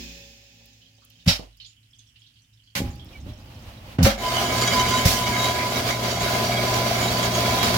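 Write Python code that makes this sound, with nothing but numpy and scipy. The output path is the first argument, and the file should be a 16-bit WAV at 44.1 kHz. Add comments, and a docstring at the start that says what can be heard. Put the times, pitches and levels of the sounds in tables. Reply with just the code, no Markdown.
"""An automatic bandsaw in a small workshop, heard from a metre away at a two-port microphone.
Its vises clunk (frame and jaw modes), valves vent (shaped noise), air bleeds away and coolant drips
(short noise bands), and the feed table rumbles and scrapes. Then the motor starts and the blade runs:
filtered noise for the blade in its guides, ringing housing knocks, mains hum and a gear whine.
Short rubbed tones squeak; behind it all lie the shop's low noise and two beating motor tones."""
import sys
import numpy as np
from scipy import signal
from scipy.fft import rfft, irfft, next_fast_len
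from scipy.io import wavfile
from scipy.ndimage import uniform_filter1d

SR = 44100
rng = np.random.default_rng(int(sys.argv[2]) if len(sys.argv) > 2 else 0)


def store_wav(level_fs):
    """Save 16-bit WAV to argv[1]."""
    pcm = np.round(np.clip(np.atleast_2d(level_fs), -1, 1) * 32767)
    wavfile.write(sys.argv[1], SR, pcm.T.astype(np.int16))


N = 342657
SIZE = next_fast_len(N)

# the feed table sliding on its rails: (t/s, rumble level/dB, hiss level/dB)
FEED_TRAVEL = [(2.84, -28, -48), (2.97, -39, -57.5), (3.158, -45.5, -55.5), (3.232, -39.5, -59),
               (3.294, -33, -52), (3.342, -43.5, -55), (3.952, -41.5, -49), (3.96, -39, -50)]


def undb(db):
    """Decibels to gain."""
    return 10 ** (np.asarray(db) / 20)


def unit(x):
    """Scaled to rms 1."""
    return x / np.sqrt(np.mean(x ** 2))


def across(table, hz):
    """A (f/Hz, value) table read on a log-frequency axis."""
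    f, v = np.transpose(table)
    return np.interp(np.log(np.maximum(hz, 1)), np.log(f), v)


def track(table, column, silent=True):
    """A curve column at every sample; levels fade to nothing just outside the curve."""
    s, v = np.transpose(table)[[0, column]]
    if silent:
        s = np.r_[s[0] - .04, s, s[-1] + .3]
        v = np.r_[-120, v, -120]
    return np.interp(np.arange(N) / SR, s, v)


def walk(rate):
    """Random levels held 1 / rate s and slewed twice."""
    k = int(SR / rate)
    held = np.repeat(rng.standard_normal(N // k + 1), k)
    return uniform_filter1d(uniform_filter1d(held, k), k)[:N]


def tone(pitch):
    """A sine that follows a pitch in Hz at every sample."""
    return np.sin(2 * np.pi * np.cumsum(pitch) / SR)


def spread(colour, narrow_db=0):
    """Two-channel noise of a colour; the bass is alike left and right, the treble is not."""
    # stereo width: (f/Hz, side minus mid level/dB)
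    side_db = [(60, -26), (110, -27.5), (200, -24), (380, -7.5), (700, -2), (1290, 3), (2380, 1.5),
               (4400, 2), (8120, 1.5), (15000, 1)]
    hz = np.fft.rfftfreq(SIZE, 1 / SR)
    mid, side = rfft(rng.standard_normal((2, SIZE))) * undb(across(colour, hz))
    side = side * undb(across(side_db, hz) - narrow_db)
    out = irfft(np.array([mid + side, mid - side]), SIZE)[:, :N]
    return out / np.sqrt(np.mean(out.mean(0) ** 2))


def ring(x, modes, speed=False):
    """Decaying modes (f/Hz, level/dB, t60/s) driven by x: their travel, or their speed."""
    out = 0
    for hz, db, t60 in modes:
        r = np.exp(-np.log(1000) / (t60 * SR))
        w = 2 * np.pi * hz / SR
        top = [1, -r * np.cos(w)] if speed else [0, r * np.sin(w)]
        out = out + undb(db) * signal.lfilter(top, [1, -2 * r * np.cos(w), r * r], x)
    return out


def both(x, echo_db=-8):
    """A near source to two ports; a wall echo reaches them with opposite sign."""
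    echo = undb(echo_db) * np.roll(x, 68)  # 68 samples: 1.5 ms
    return np.array([x + echo, x - echo])


def wobble(hz, width_hz):
    """A short two-channel band of noise: slow noise carried up to hz."""
    span = max(int(SR / width_hz), 1)
    noise = rng.standard_normal((4, 6000))
    slow = uniform_filter1d(uniform_filter1d(noise, span), span) * np.sqrt(span)
    turn = 2 * np.pi * hz * np.arange(6000) / SR
    return slow[:2] * np.cos(turn) + slow[2:] * np.sin(turn)


def guard_rings():
    """Blade guard and guides ring to uneven scraping; blade tension makes their pitch waver."""
    # resonances: (f/Hz, width/Hz that sets the decay, early level/dB, late level/dB)
    guard_modes = [(1270, 33, -4.5, -8), (1460, 37, -4, -6), (1664, 41, 0, -3.5), (2133, 70, 3, -0.5),
                   (2252, 120, 4.5, 2.5), (3050, 180, 4, -5.5), (3300, 40, -2.5, -0.5), (3830, 41, 1.5, -1),
                   (4506, 79, -4, -7), (4628, 106, -4.5, -0.5), (4823, 100, 0.5, -10), (5716, 100, -10, -3),
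                   (5910, 110, 2, -8.5), (6640, 290, -1.5, -2.5), (7014, 75, 1.5, -5),
                   (8250, 110, -6.5, -26)]
    on = 4 * SR  # silent before this sample
    # the teeth scrape in uneven grains; both ports hear part of the same scrape
    grains = rng.standard_normal((3, N)) * undb(3.6 * walk(300))
    scrape = (grains[:2] + 0.66 * grains[2])[:, on:]
    settled = np.clip((np.arange(on, N) / SR - 5.35) / 0.52, 0, 1)  # early to late levels
    guards = 0
    for hz, width, early_db, late_db in guard_modes:
        level_db = early_db + (late_db - early_db) * settled + 5.4 * walk(30)[on:]
        guards = guards + undb(level_db) * unit(ring(scrape, [(hz, 0, 3.62 / width)]))
    wander = np.cumsum(1 + .003 * walk(14))  # reading position; .003 is a share of pitch
    return unit(np.array([np.interp(wander, np.arange(on, N), g, left=0) for g in guards]))


def running_blade():
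    """Noise of the blade in its guides, with slaps, over the frame's slower rumble."""
    # running blade: (t/s, rush level/dB)
    rush_level = [(4.18, -42.5), (4.24, -34.5), (4.37, -28), (4.52, -31), (4.62, -26), (4.97, -28.5),
                  (5.27, -31), (5.44, -27), (5.61, -31), (5.79, -29), (5.84, -32.5), (5.89, -25.5),
                  (5.97, -32), (6.12, -29), (6.17, -30.5), (6.28, -28), (6.48, -29.5), (6.9, -28.5),
                  (7.3, -28.5), (7.6, -27.5), (7.77, -27)]
    # rush spectrum: (f/Hz, level/dB per Hz)
    rush_colour = [(18, -49), (30, -13), (85, -2), (115, -6.5), (149, -13), (245, -1.5), (319, -17),
                   (364, -5.5), (499, -11.5), (684, -6.5), (913, -17.5), (988, -8.5), (1070, -15.5),
                   (1600, -18), (1850, -21), (2200, -17), (2580, -19.5), (3000, -19), (4650, -20),
                   (6300, -24), (6800, -29), (8080, -30.5), (16000, -30)]
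    # the blade slaps its guides: (t/s, level/dB relative to the blade sound without slaps)
    slap_times = [(7.352, 2), (7.587, -1), (7.629, 6.5), (7.667, -2), (7.742, 1.5)]
    slap_t60_s = 0.094
    t = np.arange(N) / SR
    rush = spread(rush_colour, narrow_db=1.0) * undb(1.72 * walk(35))
    # the heavy frame answers the blade sluggishly: its rumble follows only the slow level
    rumble = signal.sosfilt(signal.butter(2, 1200, fs=SR, output="sos"), rush)
    slow_db = uniform_filter1d(track(rush_level, 1, False), size=SR // 3)
    start = np.clip((t - 4.17) / 0.0073, 0, 1)
    blade = undb(2.5) * (rush - rumble) + undb(-3.5) * guard_rings()
    slap = sum(undb(db - 60 * np.maximum(t - s, 0) / slap_t60_s) * (t > s) for s, db in slap_times)
    blade = blade * np.sqrt(1 + slap ** 2)
    return rumble * undb(slow_db + 2.0) * start + blade * undb(track(rush_level, 1))


def housing_knocks(motor):
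    """Wheel knocks ring the housing: bursts of tooth chatter over a little steady rubbing."""
    # housing modes: (f/Hz, level/dB, t60/s)
    housing_modes = [(359, 5.5, 0.095), (545, -0.5, 0.039), (627.4, -1.5, 0.045), (696.6, -7.5, 0.17),
                     (786, 1.5, 0.076)]
    knock_rate, knock_s = 22.2, 6.5517  # knocks a second; start of one knock period, s
    # the knocks slip back part of a period, three times, 0.445 s apart
    slip_s, slip_gap_s, slip_turns = 6.44, .445, .345  # first slip, spacing, periods lost
    t = np.arange(N) / SR
    slips = sum(np.clip(10 * (t - slip_s - k * slip_gap_s), 0, 1) for k in range(3))
    turns = knock_rate * (t - knock_s) - slip_turns * slips
    size = undb(1.1 * rng.standard_normal(400))[np.floor(turns).astype(int) % 400]
    burst = np.exp(-((turns % 1 - .6) / 0.071) ** 2)
    chatter = tone(660 + 25 * walk(25))
    knocks = size * burst * chatter + 0.28 * rng.standard_normal(N)
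    return both(unit(ring(knocks, housing_modes)), echo_db=-19) * undb(track(motor, 1))


def mains_hum(motor):
    """The iron of the motor pulls twice per 60 Hz mains cycle; a third harmonic joins in."""
    mains = 2 * np.pi * np.cumsum(60 + .15 * walk(4)) / SR
    twice = np.sin(2 * mains) * undb(1.5 + 1.0 * walk(9.8))
    third = np.sin(3 * mains) * undb(-7.5 + 4.5 * walk(5))
    return (twice + third) * undb(track(motor, 2))


def gear_whine():
    """One gear tone near 1 kHz, its pitch wavering, that swells and drops out."""
    # the swells: (t/s, level/dB)
    whine_level = [(4.2, -47), (4.26, -27), (4.38, -37), (4.45, -26.5), (4.48, -45), (4.53, -30.5),
                   (4.73, -37), (4.76, -23), (4.82, -24), (4.9, -33.5), (4.94, -21.5), (5.05, -35),
                   (5.3, -25.5), (5.33, -35.5), (5.43, -27.5), (5.54, -32), (5.67, -28.5), (5.74, -42),
                   (6.08, -34), (6.17, -51), (6.23, -29.5), (6.3, -35.5), (6.43, -27.5), (6.46, -47),
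                   (6.62, -38), (6.68, -30.5), (6.85, -33), (6.92, -52), (7.0, -32.5), (7.12, -42.5),
                   (7.2, -32), (7.25, -40), (7.54, -31), (7.77, -36)]
    # pitch, wandering at first, then steadier: (t/s, f/Hz)
    whine_pitch = [(4.2, 1005), (4.72, 1017), (4.8, 1003), (5.14, 1018), (5.3, 989.4), (5.42, 1013),
                   (5.6, 988), (5.75, 1011), (6.2, 1009), (7.77, 1008)]
    whine = np.sqrt(2) * tone(track(whine_pitch, 1, False) + 4 * walk(40)) * undb(1.6 * walk(35))
    return both(whine * undb(track(whine_level, 1)), echo_db=-32.0)


def saw():
    """The running saw: blade, wheel knocks in the housing, motor hum and gear whine."""
    # the motor's drive: (t/s, housing knock level/dB, relative mains hum level/dB)
    motor = [(4.2, -35.5, -47), (4.38, -31.5, -31.5), (4.7, -37.5, -29.5), (5.3, -35.5, -32),
             (5.6, -32.5, -33.5), (5.95, -37, -31.5), (6.2, -32, -31.5), (6.63, -30, -29.5),
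             (7.4, -32, -29), (7.5, -29, -30.5), (7.77, -35.5, -29)]
    return running_blade() + housing_knocks(motor) + mains_hum(motor) + gear_whine()


def clunks():
    """Each blow pushes the heavy frame for some ms and raps the jaws; the clamp judders before it seats."""
    # blows of pistons and jaws: (t/s, relative thump level/dB, push length/ms, jaw ring level/dB)
    blows = [(1.262, -24, 4.9, -49), (1.270, -25, 3.5, -50), (1.274, -7.5, 5.8, -33),
             (1.283, -33, 7.2, -24), (1.394, -39.5, 1.9, -52), (2.758, -30.5, 4.5, -45),
             (2.774, -36, 4.7, -30), (2.79, -31, 3.5, -43), (2.803, -27, 1.2, -34),
             (2.817, -23.5, 2.5, -32), (2.84, -42, 2.5, -39), (3.264, -36, 2.8, -46),
             (3.987, -16.5, 2.5, -45), (4.040, -0.5, 9.9, -27), (4.0565, -32, 5.2, -20),
             (4.064, -33, 5.5, -8.5), (4.082, -47, 1.5, -27), (5.038, -32, 8.6, -40),
             (5.054, -3, 8.4, -18.5)]
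    # frame modes: (f/Hz, level/dB, t60/s)
    frame_modes = [(50.4, -15.5, 0.67), (91, -2.5, 0.17), (117.6, 7, 0.076), (170, 10, 0.076),
                   (252, 0.5, 0.18)]
    # jaw modes: (f/Hz, level/dB, t60/s)
    jaw_modes = [(548, -9, 0.23), (558.7, -11.5, 0.18), (722, -10, 0.07), (788, -18.5, 0.26),
                 (1150, -13.5, 0.1), (2090, -23, .1)]
    push, rap = np.zeros(N), np.zeros(N)
    judder = [(3.9935 + k * .0115, -14, 5.5, -24) for k in range(4)]  # columns as in blows
    for s, thump_db, ms, ring_db in list(blows) + judder:
        i, n = int(s * SR), int(ms * SR / 1000)
        push[i:i + n] -= undb(thump_db) * np.hanning(n) / n
        grit = 1 + 0.4 * rng.standard_normal(200)
        rap[i:i + 200] += undb(ring_db) * np.exp(-np.arange(200) / 40) * grit / 12
    return 1.18 * ring(push, frame_modes, speed=True) * np.ones((2, 1)) + both(ring(rap, jaw_modes))


def exhausts():
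    """Air bursts from the valves: quick rise, short hold, dying pressure, each through its own pipes."""
    # bursts: (t/s, level/dB, rise/ms, hold/ms, t60/s, treble tilt/dB per octave,
    #          shrill band level/dB, muffler ring level/dB)
    puffs = [(1.258, -35.5, 6.6, 5.6, 0.4, -1, -7, -12), (1.274, -25.5, 8.4, 26.5, 0.2, 0, 5.5, -4.5),
             (2.751, -26, 2, 24, 0.2, 0.5, -5.5, -7.5), (3.984, -39.5, 3.1, 10, 0.41, -7, -5, -14),
             (4.028, -31, 1.1, 31, 0.19, 8, 4, -14), (4.044, -24, 9.3, 6.3, 0.31, -4.5, -3, -22),
             (5.049, -22.5, 6.2, 26, 0.61, 4, -1, -15)]
    # jet spectrum: (f/Hz, level/dB per Hz)
    jet_colour = [(120, -29), (200, -0.5), (424, -19.5), (548, 0.5), (1100, -6), (2650, 0.5), (2910, 0.5),
                  (5520, 0.5), (9580, -15), (10700, -11), (16000, -15.5)]
    # muffler resonances: (f/Hz, level/dB)
    muffler_modes = [(1520, -7), (2010, -2), (2410, 1), (2970, -7.5), (3290, 5), (3950, -6), (4560, -3),
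                     (4980, 0), (5300, -5), (5540, 0.5), (7760, -3.5)]
    shrill_hz, shrill_octaves = 4600, 0.62  # middle and width of a jet's shrill band
    banded_db, band_hz = 3, 40  # depth and width of the narrow pipe resonances
    half = SR // 2  # longest burst, samples
    jet = spread(jet_colour, narrow_db=1.5)
    muffled = unit(ring(jet, [(hz, db, 0.062) for hz, db in muffler_modes]))  # t60 in s
    gusts = undb(1.4 * walk(120))
    t, out = np.arange(N) / SR, np.zeros((2, N))
    hz = np.fft.rfftfreq(half, 1 / SR)
    octaves = np.log2(np.maximum(hz, 300) / shrill_hz)
    for s, db, rise_ms, hold_ms, t60, tilt_db, shrill_db, muffler_db in puffs:
        a = slice(int(s * SR), int(s * SR) + half)
        age = t[a] - s
        dying = np.maximum(age - (rise_ms + hold_ms) / 1000, 0)
        shape = np.minimum(age * 1000 / rise_ms, 1) * undb(db - 60 * dying / t60)
        # every burst has its own random thicket of pipe resonances; bins are 2 Hz apart
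        thicket = unit(uniform_filter1d(rng.standard_normal(len(hz)), size=max(int(band_hz / 2), 1)))
        colour_db = tilt_db * octaves + shrill_db * np.exp(-(octaves / shrill_octaves) ** 2)
        # the last term takes back the power that the thicket adds on average
        colour_db = colour_db + banded_db * thicket - banded_db ** 2 * np.log(10) / 20
        air = jet[:, a] + undb(muffler_db) * muffled[:, a]
        out[:, a] += shape * gusts[a] * irfft(rfft(air) * undb(colour_db), half)
    return out


def feed_table():
    """The table on its rails: a starting jolt rings it, then it rumbles, scrapes and sings."""
    # rumble spectrum: (f/Hz, level/dB per Hz)
    rumble_colour = [(18, -38), (30, -0.5), (108, 3), (140, -5.5), (194, -10), (248, -7.5), (400, -20),
                     (520, -49), (880, -120)]
    # scraping hiss spectrum: (f/Hz, level/dB per Hz)
    hiss_colour = [(240, -44), (400, -12), (520, 2.5), (1490, -10), (2880, -7.5), (5030, -16.5),
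                   (5600, -16.5), (8110, -24.5), (16000, -21.5)]
    # table modes: (f/Hz, level/dB, t60/s)
    table_modes = [(818, 6, 0.53), (512, -4, 0.46)]
    rumble = spread(rumble_colour) * undb(track(FEED_TRAVEL, 1))
    jolt = undb(-46.5) * (np.arange(N) == int(2.805 * SR))  # jolted as it sets off
    # the rails keep it singing
    rails = undb(-11) * both(unit(ring(rng.standard_normal(N), table_modes)))
    hiss = spread(hiss_colour, narrow_db=2.0) * undb(2.0 * walk(32.25)) + rails
    return rumble + both(ring(jolt, table_modes)) + hiss * undb(track(FEED_TRAVEL, 2))


def squeaks():
    """Short rubbed tones with unsteady pitch; the first glides down quickly, the others hold theirs."""
    # squeaks of blade and rails: (middle t/s, half length/s, pitch f/Hz, starts higher by f/Hz, level/dB)
    rubs = [(3.153, 0.023, 2250, 530, -46), (3.32, 0.047, 609, 0.99, -51.5),
            (5.447, 0.059, 3840, 0.995, -29), (6.27, 0.027, 3850, 0.97, -36), (7.46, 0.017, 3330, 1.1, -30)]
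    t, out = np.arange(N) / SR, 0
    for s, half, hz, higher_hz, db in rubs:
        glide = np.exp(-np.clip(t - s + 1.3 * half, 0, None) / 0.012)
        pitch = hz + higher_hz * glide + 0.0081 * hz * walk(200)
        out = out + tone(pitch) * np.exp(-((t - s) / half) ** 4) * undb(db + 2.5 * walk(120))
    return both(out, echo_db=-17)


def settling_song():
    """The machine still sings faintly as it settles: steady tones, each wavering in level on its own."""
    # tones: (f/Hz, level/dB)
    lines = [(57.9, 6), (170, 1.5), (228.6, -1.5), (262, 0), (351, -12.5), (371, -16), (398, -18),
             (436, -18.5), (463, -13), (555, -5.5), (587, -20.5), (705, -19), (786, -12.5), (812, -15),
             (995, -21.5)]
    t = np.arange(N) / SR
    song = sum(np.sin(2 * np.pi * (hz * t + rng.random())) * undb(db + 5.1 * walk(12)) for hz, db in lines)
    return both(unit(song), echo_db=-12.5)


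def bleeding_air():
    """Air bleeding away at first: coloured noise, thin nozzle whistles and the settling machine."""
    # fading bleed: (t/s, level/dB)
    bleed_level = [(0, -44), (.2, -51.5), (.4, -58.5), (.7, -61), (1.0, -69.5), (1.24, -64.5)]
    # air spectrum: (f/Hz, level/dB per Hz)
    bleed_colour = [(120, -24.5), (530, -10.5), (900, -20), (1340, -27.5), (1770, -9), (1970, -13),
                    (2570, -4.5), (2860, -8), (6970, -9), (8870, -31), (16000, -17.5)]
    # thin whistles: (f/Hz, level/dB)
    nozzle_modes = [(2530, -2), (2600, -11), (2725, -8), (3155, -7.5), (3500, -3.5), (4603, -10),
                    (5170, -1.5)]
    noise = rng.standard_normal((2, N))
    whistles = unit(ring(noise, [(hz, db, .13) for hz, db in nozzle_modes]))  # t60 in s
    air = spread(bleed_colour, narrow_db=0.5)
    mix = air + undb(1.0) * settling_song() + undb(-2.5) * whistles
    return mix * undb(track(bleed_level, 1))


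def drop(s, db, hz, splash_db, t60, pan_db=-3, width_hz=470):
    """One drop: a narrow plink inside a broad splash, dying in the tray; returns (start, sound)."""
    age = np.arange(6000) / SR
    sound = wobble(hz, width_hz) + undb(splash_db) * wobble(1.25 * hz, 3000)
    fade = undb(db - 60 * age / max(t60, .01)) * np.minimum(age / 0.00095, 1)
    return int(s * SR), sound * fade * undb(np.array([[pan_db], [-pan_db]]) / 2)


def trickle():
    """Small drops at random moments, pitches and levels, louder while the table moves."""
    rate, middle_hz, level_db, stirred_db = 53, 3400, -65, 5.5  # rate in drops a second
    rows = []
    for a, b, c in rng.random((int(rate * N / SR), 3)):
        s = a * N / SR
        stirred = FEED_TRAVEL[0][0] < s < FEED_TRAVEL[-1][0]
        db = level_db + stirred_db * stirred - 1.5 * np.log(1 - c)
        rows.append((s, db, middle_hz * 2 ** (1.3 * b ** 2 - .3), -5, .16, -4, 600))
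    return rows


def coolant():
    """The louder drops, chip ticks and dull knocks, over a random trickle of small drops."""
    # the louder drops: (t/s, level/dB, pitch f/Hz, relative splash level/dB)
    loud_drops = [(0.816, -53, 3090, -4), (0.856, -54, 3160, -11), (1.02, -59, 1270, -20),
                  (1.155, -57, 3130, -16), (1.2017, -55, 3660, -17), (1.6, -45, 2990, -1.5),
                  (1.602, -47, 3890, -18), (1.613, -45, 4260, -13), (1.6466, -49.5, 3450, 5.5),
                  (1.6627, -48, 6900, -16.5), (1.766, -56.5, 3130, -19.5), (1.931, -52, 3310, -13),
                  (1.986, -53.5, 6300, -7), (1.9907, -54, 3460, -2), (2.158, -55, 2900, 0),
                  (2.218, -51, 3180, -9), (2.2584, -55.5, 3360, -16.5), (2.595, -59, 3060, -12),
                  (2.674, -55, 3220, -10), (2.905, -53, 6900, -20), (2.975, -58, 5600, -8),
                  (2.995, -44, 3300, -13), (3.29, -48.5, 3330, -13), (3.335, -54, 5500, -14)]
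    # dry ticks of chips falling: (t/s, level/dB)
    chip_ticks = [(0.6569, -45), (1.049, -43), (1.1004, -46), (1.245, -51), (1.570, -50), (2.9567, -47),
                  (3.0455, -47)]
    # dull knocks inside the machine: (t/s, level/dB, t60/s)
    dull_knocks = [(.61, -58, .15), (.98, -63.5, 0.24), (1.391, -36.5, 0.23), (1.425, -43, 0.17),
                   (3.268, -46, .2)]
    # every row holds the arguments of drop()
    rows = [(*d, 0.21) for d in loud_drops]
    rows += [(s, db, 13000, -30, .022, 0, 8000) for s, db in chip_ticks]
    rows += [(s, db, 495, -25, t60, 0, 1100) for s, db, t60 in dull_knocks]
    out = np.zeros((2, N + 6000))
    for row in rows + trickle():
        i, sound = drop(*row)
        out[:, i:i + 6000] += sound
    return out[:, :N]


def shop():
    """The low noise of the shop, and two distant motors beating slowly against each other."""
    # room spectrum: (f/Hz, level/dB per Hz)
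    shop_colour = [(15, -41), (25, -14), (60, -0.5), (95, -7), (111, -3.5), (132, -5), (175, -15.5),
                   (256, -12.5), (394, -32), (1130, -34.5), (1700, -27), (2160, -26), (3080, -16.5),
                   (3820, -35), (5000, -28), (16000, -37.5)]
    drone_hz, beat_hz, beat_s = 108, 5.6, .06  # lower motor; beats a second; moment of one swell
    room = spread(shop_colour, narrow_db=1.0) * undb(-64 + 2 * walk(2.8))
    turn = 2 * np.pi * (np.arange(N) / SR - beat_s)
    motors = np.cos(drone_hz * turn) + undb(-5) * np.cos((drone_hz + beat_hz) * turn)
    return room + undb(-60.5 + walk(3.7)) * motors


def scene():
    """The saw and its mechanisms over the low drone of the shop."""
    machine = saw() + clunks() + exhausts() + feed_table() + squeaks()
    return machine + bleeding_air() + coolant() + shop()


def record(dry):
    """The two ports lean differently across the spectrum; deep bass and the top are cut."""
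    # microphone ports: (f/Hz, left minus right level/dB)
    port_lean = [(60, -3), (110, -1.0), (200, 1), (380, -3), (700, 1), (1290, -1), (2380, -2), (4400, -6),
                 (8120, -0.5), (15000, 3.5)]
    low_hz, top_hz = 41.7, 16050
    lean = across(port_lean, np.fft.rfftfreq(SIZE, 1 / SR))
    ported = irfft(rfft(dry, SIZE) * undb(np.array([lean, -lean]) / 2), SIZE)[:, :N]
    ported = signal.sosfilt(signal.butter(2, low_hz, "high", fs=SR, output="sos"), ported)
    return signal.sosfilt(signal.ellip(8, .2, 60, top_hz, fs=SR, output="sos"), ported)


dry = scene()
out = record(dry)
store_wav(out)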